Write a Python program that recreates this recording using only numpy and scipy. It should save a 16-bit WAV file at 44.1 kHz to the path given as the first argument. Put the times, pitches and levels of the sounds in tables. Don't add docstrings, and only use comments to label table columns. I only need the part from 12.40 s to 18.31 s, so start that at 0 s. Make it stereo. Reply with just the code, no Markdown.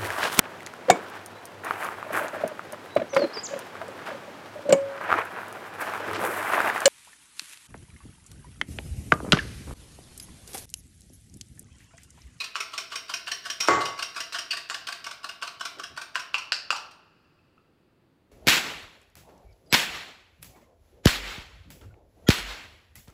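import sys
import numpy as np
from scipy import signal
from scipy.fft import rfft, irfft
from scipy.io import wavfile

SR = 44100
rng = np.random.default_rng(int(sys.argv[2]) if len(sys.argv) > 2 else 0)


def wav_record(signal):
    frames = np.transpose(np.atleast_2d(signal))
    bounded = np.clip(frames, -1, 1)
    quanta = np.round(bounded * 32767).astype(np.int16)
    wavfile.write(sys.argv[1], SR, quanta)


N = 260838

# f/Hz, relative density/(dB per Hz)
HUSH_SPECTRUM = [(25, -13), (90, 0.1), (150, 0), (210, -4), (310, -1), (700, -12), (1400, -16), (4600, -25),
                 (5400, -33), (16000, -36)]
HUSH_RMS_DB = -64.5
# f/Hz, correlation/1
EAR_LIKENESS = [(30, .6), (80, .93), (320, .88), (900, .3), (3000, 0)]
# f/Hz, t60/s
ROOM_T60 = [(100, 0.21), (500, 0.8), (1500, 0.42), (4500, 0.42), (8000, 0.27), (15000, 0.41)]
RECORD_EDGE_HZ = 15900

# t/s, half-length/s, level/dB, f/Hz
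HAND_SHIFTS = [(3.32, 0.071, -51.5, 396), (3.42, 0.1, -60.5, 110), (3.488, 0.031, -57, 308)]

# t/s, level/dB
DISH_KNOCKS = [(1.2848, -14)]
# f/Hz, relative level/dB, t60/s, left minus right/dB
DISH_MODES = [(311, -12, .45, 0), (344, -11, .4, 0), (425, -6, .4, 1), (537, -12, .4, 0),
              (735, -12, .45, 0), (922, -11, .5, 2), (1120, 1, .68, 6), (1252, -4, .22, 2),
              (1435, -7, .2, 2), (2070, -4.5, .72, -4), (3214, -19, .5, 0), (4600, -19, .25, 0),
              (7572, -21, .2, 2)]
# f/Hz, relative density/(dB per Hz)
CLATTER_SPECTRUM = [(45, -34), (85, -10), (130, -6), (215, -19), (340, -5), (600, -4), (1300, 0),
                    (1800, -5.5), (2600, -16), (5000, -23), (7500, -21), (9000, -44.5), (16000, -51.5)]

# t/s, f/Hz, level/dB
EGG_DRIPS = [(4.99, 2590, -55.5), (5.178, 1317, -45.5), (5.18, 2660, -53.5)]

# t/s, level/dB, hollow f/Hz, bursting air pocket f/Hz
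EGG_SLAPS = [(0.1555, -30.5, 1260, 1800), (0.524, -40, 1260, 880), (0.872, -40.5, 1380, 2980),
             (1.924, -41, 1360, 5230), (2.2989, -31, 1530, 6980), (3.024, -35.5, 1200, 2104),
             (3.7555, -28.5, 1520, 1950), (3.9432, -27, 1240, 2600), (4.121, -23.5, 1620, 4800),
             (4.305, -21, 1350, 750)]
# f/Hz, width of one filter pass/Hz
AIR_MODES = [(2700, 520), (4700, 1200), (7100, 1000)]
SLAP_MODE_LEVELS_DB = [1, 0, -2.5, -9.5]
BURST_LIFT_DB, BURST_SPREAD_OCTAVES = 9.5, 0.45

# dip t/s, dip length/s, dip level/dB, dip-to-sweep lag/s, sweep level/dB
WHISK_TURNS = [(0.012, 0.018, -44.5, .026, -37), (0.158, 0.013, -37, 0.043, -31.5),
               (0.329, 0.021, -40.5, .047, -30), (0.512, .027, -40.5, 0.042, -33),
               (0.69, 0.021, -38, .046, -32.5), (0.873, 0.015, -36.5, .04, -32),
               (1.048, .026, -39, 0.05, -32.5), (1.222, 0.045, -41.5, 0.051, -31.5),
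               (1.403, .023, -36, 0.048, -33.5), (1.586, 0.017, -36.5, 0.036, -32.5),
               (1.754, .033, -39, 0.047, -34), (1.938, 0.026, -35.5, 0.046, -35),
               (2.126, 0.015, -37.5, 0.042, -35.5), (2.299, 0.017, -38, 0.042, -33.5),
               (2.483, 0.011, -36, 0.038, -35), (2.663, 0.012, -39, .045, -38.5),
               (2.841, 0.011, -38.5, .047, -38.5), (3.024, .013, -36.5, .047, -38.5),
               (3.206, 0.013, -38, 0.044, -33.5), (3.395, 0.0079, -39.5, 0.038, -39.5),
               (3.573, 0.0095, -37.5, 0.039, -39), (3.755, 0.01026, -36.5, 0.038, -41.5),
               (3.945, 0.0087, -41.5, 0.033, -41), (4.325, 0.0075, -37.5, 0.034, -42.5)]
# t/s, length/s, level/dB, wire level/dB re stroke, pocket level/dB re stroke
EXTRA_TOUCHES = [(0.0, 0.016, -37, -18.5, 2), (1.201, .014, -29.5, 5, -9.5),
                 (1.922, 0.016, -39, -14.5, -9.5), (2.105, 0.017, -36, -18, 7),
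                 (2.468, 0.0099, -34.5, -24, -8), (2.641, 0.0089, -38, -21, -10),
                 (4.51, .01, -53, -18, -12)]
# t/s, level/dB re stroke
WIRE_RING = [(0.2, -10.5), (0.55, 2), (2.0, -0.5), (2.17, -28), (3.07, -23), (3.25, -8), (3.6, -7.5),
             (3.8, 0.5)]
# t/s, f/Hz
HOLLOW_PITCH = [(0.2, 1300), (1.05, 1534), (1.45, 1250), (1.8, 1570), (2.5, 1410), (3.1, 1320), (3.7, 1490),
                (3.98, 1090), (4.33, 896)]
# f/Hz, relative density/(dB per Hz)
SCRAPE_SPECTRUM = [(150, -33.5), (400, -10), (750, -17), (1300, -6), (2000, 3), (2600, 1.5), (3500, 2),
                   (4700, 1.5), (6300, -6), (7300, -8.5), (8700, -7.5), (11000, -22), (14000, -18.5),
                   (16000, -41)]
# f/Hz, relative level/dB, t60/s
WIRE_MODES = [(1110, -15, .2), (3070, -8, .09), (3180, -11, .07), (5270, -11, .04), (5520, -3, .05),
              (5610, 0, .07), (6380, -15, .04), (8580, -16, .05)]
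# f/Hz, width of one filter pass/Hz, level/dB re hollow
WALL_MODES = [(415, 370, -24), (675.7, 110, -14.5), (1152, 110, -7)]

SWEEP_LENGTH_S = 0.012
BRUSH_LEAD_S, BRUSH_RE_DIP_DB = 0.011, -10.5
DIP_SQUELCH_DB, SWEEP_SQUELCH_DB, TOUCH_SQUELCH_DB = 2.5, -3, -8
FROTH_DB_PER_S = 1.81
DIP_WIRES_DB = -30.5
SWEEP_PITCH_RATIO, HOLLOW_SCATTER_OCTAVES = 1.1, 0.074
POCKET_DB, POCKET_SCATTER_DB = -8.5, 2.5


def amp(db):
    return 10 ** (np.asarray(db) / 20)


def unit(x):
    return x / np.sqrt(np.mean(np.sum(x ** 2, -1)) + 1e-20)


def read(points, hz):
    f_hz, value = np.transpose(points)
    return np.interp(np.log(hz + 1), np.log(f_hz + 1), value)


def at_time(points, t_s):
    return np.interp(t_s, *np.transpose(points))


def left_right(db):
    return amp([[db], [-db]])


def add(mix, t_s, sound):
    part = mix[:, max(round(t_s * SR), 0):][:, :sound.shape[1]]
    part += sound[:, :part.shape[1]]


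def convolve(x, response):
    return signal.fftconvolve(np.atleast_2d(x), np.atleast_2d(response), axes=1)[:, :x.shape[-1]]


def colour(points, size=2048):
    hz = abs(np.fft.fftfreq(size, 1 / SR))
    log_gain = np.log(amp(read(points, hz)))
    return np.fft.ifft(np.exp(np.conj(signal.hilbert(log_gain)))).real


def resonate(x, hz, width_hz):
    b, a = signal.iirpeak(min(hz, .45 * SR), hz / width_hz, SR)
    return signal.lfilter(b, a, signal.lfilter(b, a, x))


def ring(t, hz, t60_s):
    return amp(-60 * t / t60_s) * np.sin(2 * np.pi * hz * t)


def paired_noise(size):
    left, other = rfft(rng.standard_normal((2, size)))
    same = np.clip(read(EAR_LIKENESS, np.fft.rfftfreq(size, 1 / SR)), -1, 1)
    right = same * left + np.sqrt(1 - same ** 2) * other
    return irfft(np.array([left, right]), size)


def hush():
    gain = amp(read(HUSH_SPECTRUM, np.fft.rfftfreq(N, 1 / SR)))
    noise = irfft(rfft(paired_noise(N)) * gain, N)
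    return amp(HUSH_RMS_DB) * np.sqrt(N) * unit(noise)


def kitchen(x, first_s=0.0022, echoes_per_s=5000, linger_db=-29, linger_t60_s=3.23, linger_top_hz=3300):
    size = 2 * SR
    taps = rng.standard_normal((2, size)) * (rng.random((2, size)) < echoes_per_s / SR)
    taps *= np.arange(size) > first_s * SR
    hz, t, bands = signal.stft(taps, SR, nperseg=256)
    hz = hz[:, None]
    main = amp(-60 * t / read(ROOM_T60, hz))
    linger = amp(linger_db - 60 * t / linger_t60_s) / (1 + (hz / linger_top_hz) ** 2)
    response = signal.istft(bands * (main + linger), SR, nperseg=256)[1]
    return convolve(x, unit(response))


def moving_echoes(x, count=3):
    place = np.linspace(0, count - 1, N)
    out = np.zeros((2, N))
    for k in range(count):
        part = x * np.sqrt(np.maximum(1 - abs(place - k), 0))
        out += .8 * kitchen(part) + .6 * kitchen(part[::-1])
    return out


def handling():
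    out = np.zeros((2, N))
    for t_s, half_s, db, hz in HAND_SHIFTS:
        size = int(2 * half_s * SR)
        rub = resonate(paired_noise(size), hz, hz) * np.hanning(size)
        add(out, t_s, amp(db) * np.sqrt(half_s * SR) * unit(rub))
    return out


def knocking(ring_db=-3.5, crack_db=7, crack_decay_s=0.004, clatter_db=-2, clatter_t60_s=0.59,
             build_s=0.011, dish_low_hz=290, right_lag_s=0.00016):
    out, t, dull = np.zeros((2, N)), np.arange(SR) / SR, unit(colour(CLATTER_SPECTRUM))
    arrival = np.maximum(t - [[0], [right_lag_s]], 0)
    tones = sum(amp(db) * left_right(side_db / 2) * ring(arrival, hz, t60_s)
                for hz, db, t60_s, side_db in DISH_MODES)
    bass_cut = signal.butter(4, dish_low_hz, "highpass", fs=SR, output="sos")
    crack_env = amp(crack_db) * np.exp(-t / crack_decay_s)
    clatter_env = amp(clatter_db - 60 * t / clatter_t60_s) * (1 - np.exp(-t / build_s))
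    for t_s, db in DISH_KNOCKS:
        crack = convolve(paired_noise(len(t)) * crack_env, dull)
        clatter = convolve(paired_noise(len(t)) * clatter_env, dull)
        dishes = signal.sosfilt(bass_cut, crack + amp(ring_db) * tones)
        add(out, t_s, amp(db) * (dishes + clatter))
    return out


def dripping(t60_s=0.024):
    out, t = np.zeros((2, N)), np.arange(SR // 10) / SR
    for t_s, hz, db in EGG_DRIPS:
        plink = ring(t, hz, t60_s) * (1 - np.exp(-t * hz / 2))
        add(out, t_s, amp(db) * np.tile(plink, (2, 1)))
    return out


def bounce(x, share, spread_s, count=8):
    taps = np.zeros((2, x.shape[-1]))
    for ear in taps:
        at = (rng.uniform(.05, 1, count) * spread_s * SR).astype(int)
        ear[at] = share * rng.standard_normal(count) / np.sqrt(count)
    taps[0, 0] = taps[1, 3] = 1
    return convolve(x, taps)


def slapping(hollow_width_hz=600, side_db=(.5, -1, 2, 2), spray_db=-9, spray_s=0.0064, thud_db=-15):
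    out, t = np.zeros((2, N)), np.arange(SR // 10) / SR
    for t_s, strength_db, hollow_hz, burst_hz in EGG_SLAPS:
        spray = unit(rng.standard_normal((2, len(t))) * np.exp(-t / spray_s))
        push = signal.unit_impulse(len(t)) + amp(spray_db) * spray
        modes = [(hollow_hz, hollow_width_hz)] + list(AIR_MODES)
        octaves = np.log2(np.array(modes)[:, 0] / burst_hz)
        lift_db = BURST_LIFT_DB * np.exp(-(octaves / BURST_SPREAD_OCTAVES) ** 2)
        levels_db = np.array(SLAP_MODE_LEVELS_DB) + lift_db
        pop = sum(amp(db) * left_right(side) * unit(resonate(push, hz, width_hz))
                  for (hz, width_hz), db, side in zip(modes, levels_db, side_db))
        thud = amp(thud_db) * unit(resonate(push, hz=630, width_hz=420))
        slap = bounce(pop + thud, share=.45, spread_s=.011)
        add(out, t_s, amp(strength_db) * np.sqrt(.005 * SR) * slap)
    return out


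def contacts():
    chances = rng.standard_normal((len(WHISK_TURNS), 4))
    for (t_s, dip_s, dip_db, lag_s, sweep_db), chance in zip(WHISK_TURNS, chances):
        froth_db = FROTH_DB_PER_S * t_s
        dip_squelch_db, sweep_squelch_db = DIP_SQUELCH_DB + froth_db, SWEEP_SQUELCH_DB + froth_db
        dip_hz, sweep_hz = at_time(HOLLOW_PITCH, t_s) * 2 ** (HOLLOW_SCATTER_OCTAVES * chance[:2])
        sweep_hz *= SWEEP_PITCH_RATIO
        dip_pocket_db, sweep_pocket_db = POCKET_DB + POCKET_SCATTER_DB * chance[2:]
        sweep_wires_db = at_time(WIRE_RING, t_s + lag_s)
        yield (t_s - BRUSH_LEAD_S, BRUSH_LEAD_S, dip_db + BRUSH_RE_DIP_DB, sweep_hz,
               sweep_squelch_db, DIP_WIRES_DB, dip_pocket_db)
        yield t_s, dip_s, dip_db, dip_hz, dip_squelch_db, DIP_WIRES_DB, dip_pocket_db
        yield (t_s + lag_s, SWEEP_LENGTH_S, sweep_db, sweep_hz,
               sweep_squelch_db, sweep_wires_db, sweep_pocket_db)
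    for t_s, length_s, db, wires_db, pocket_db in EXTRA_TOUCHES:
        yield t_s, length_s, db, at_time(HOLLOW_PITCH, t_s), TOUCH_SQUELCH_DB, wires_db, pocket_db


def slips(t, length_s, per_s, spread_db, fall):
    shape = (2, len(t))
    sign = rng.choice([-1, 1], shape)
    size = sign * amp(spread_db * np.minimum(rng.exponential(1, shape), 4))
    u = t / length_s
    swell = np.minimum(u / .35, 1) * np.exp(-np.maximum(u - .6, 0) / fall)
    return size * swell * (rng.random(shape) < per_s / SR)


def whisking(scrape_db=2, squelch_trim_db=-3.5, hollow_width_hz=500, side_db=2, pocket_width_hz=550):
    out, t, hiss = np.zeros((2, N)), np.arange(SR // 6) / SR, colour(SCRAPE_SPECTRUM)
    for t_s, length_s, db, hollow_hz, squelch_db, wires_db, pocket_db in contacts():
        drive = slips(t, max(length_s, .004), per_s=6000, spread_db=2.0, fall=0.51)
        shared = drive + 0.78 * drive[::-1]
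        scrape = amp(scrape_db) * unit(convolve(drive, hiss))
        wall = sum(amp(level_db) * unit(resonate(shared, hz, width_hz))
                   for hz, width_hz, level_db in WALL_MODES)
        hollow = unit(resonate(shared, hollow_hz, hollow_width_hz))
        squelch = amp(squelch_db + squelch_trim_db) * (hollow + wall)
        pockets_hz = [hz * rng.uniform(.85, 1.15) for hz, _ in AIR_MODES[:2]]
        pockets = amp(pocket_db) * sum(unit(resonate(shared, hz, pocket_width_hz)) for hz in pockets_hz)
        metal = unit(sum(amp(level_db) * unit(convolve(drive, ring(t, hz, t60_s)))
                         for hz, level_db, t60_s in WIRE_MODES))
        bright = (scrape + pockets + amp(wires_db) * metal) * left_right(side_db)
        add(out, t_s, amp(db) * np.sqrt(length_s * SR) * (bright + squelch))
    return out


def scene(stroke_room_db=-2.0, slap_room_db=-3):
    strokes = whisking()
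    slaps = slapping() + dripping()
    echoes = moving_echoes(amp(stroke_room_db) * strokes + amp(slap_room_db) * slaps)
    return strokes + slaps + echoes + handling() + knocking() + hush()


def record(dry):
    low_pass = signal.firwin(511, RECORD_EDGE_HZ, window=("kaiser", 9), fs=SR)
    return signal.oaconvolve(dry, low_pass[None], "same")


dry = scene()
out = record(dry)
wav_record(out)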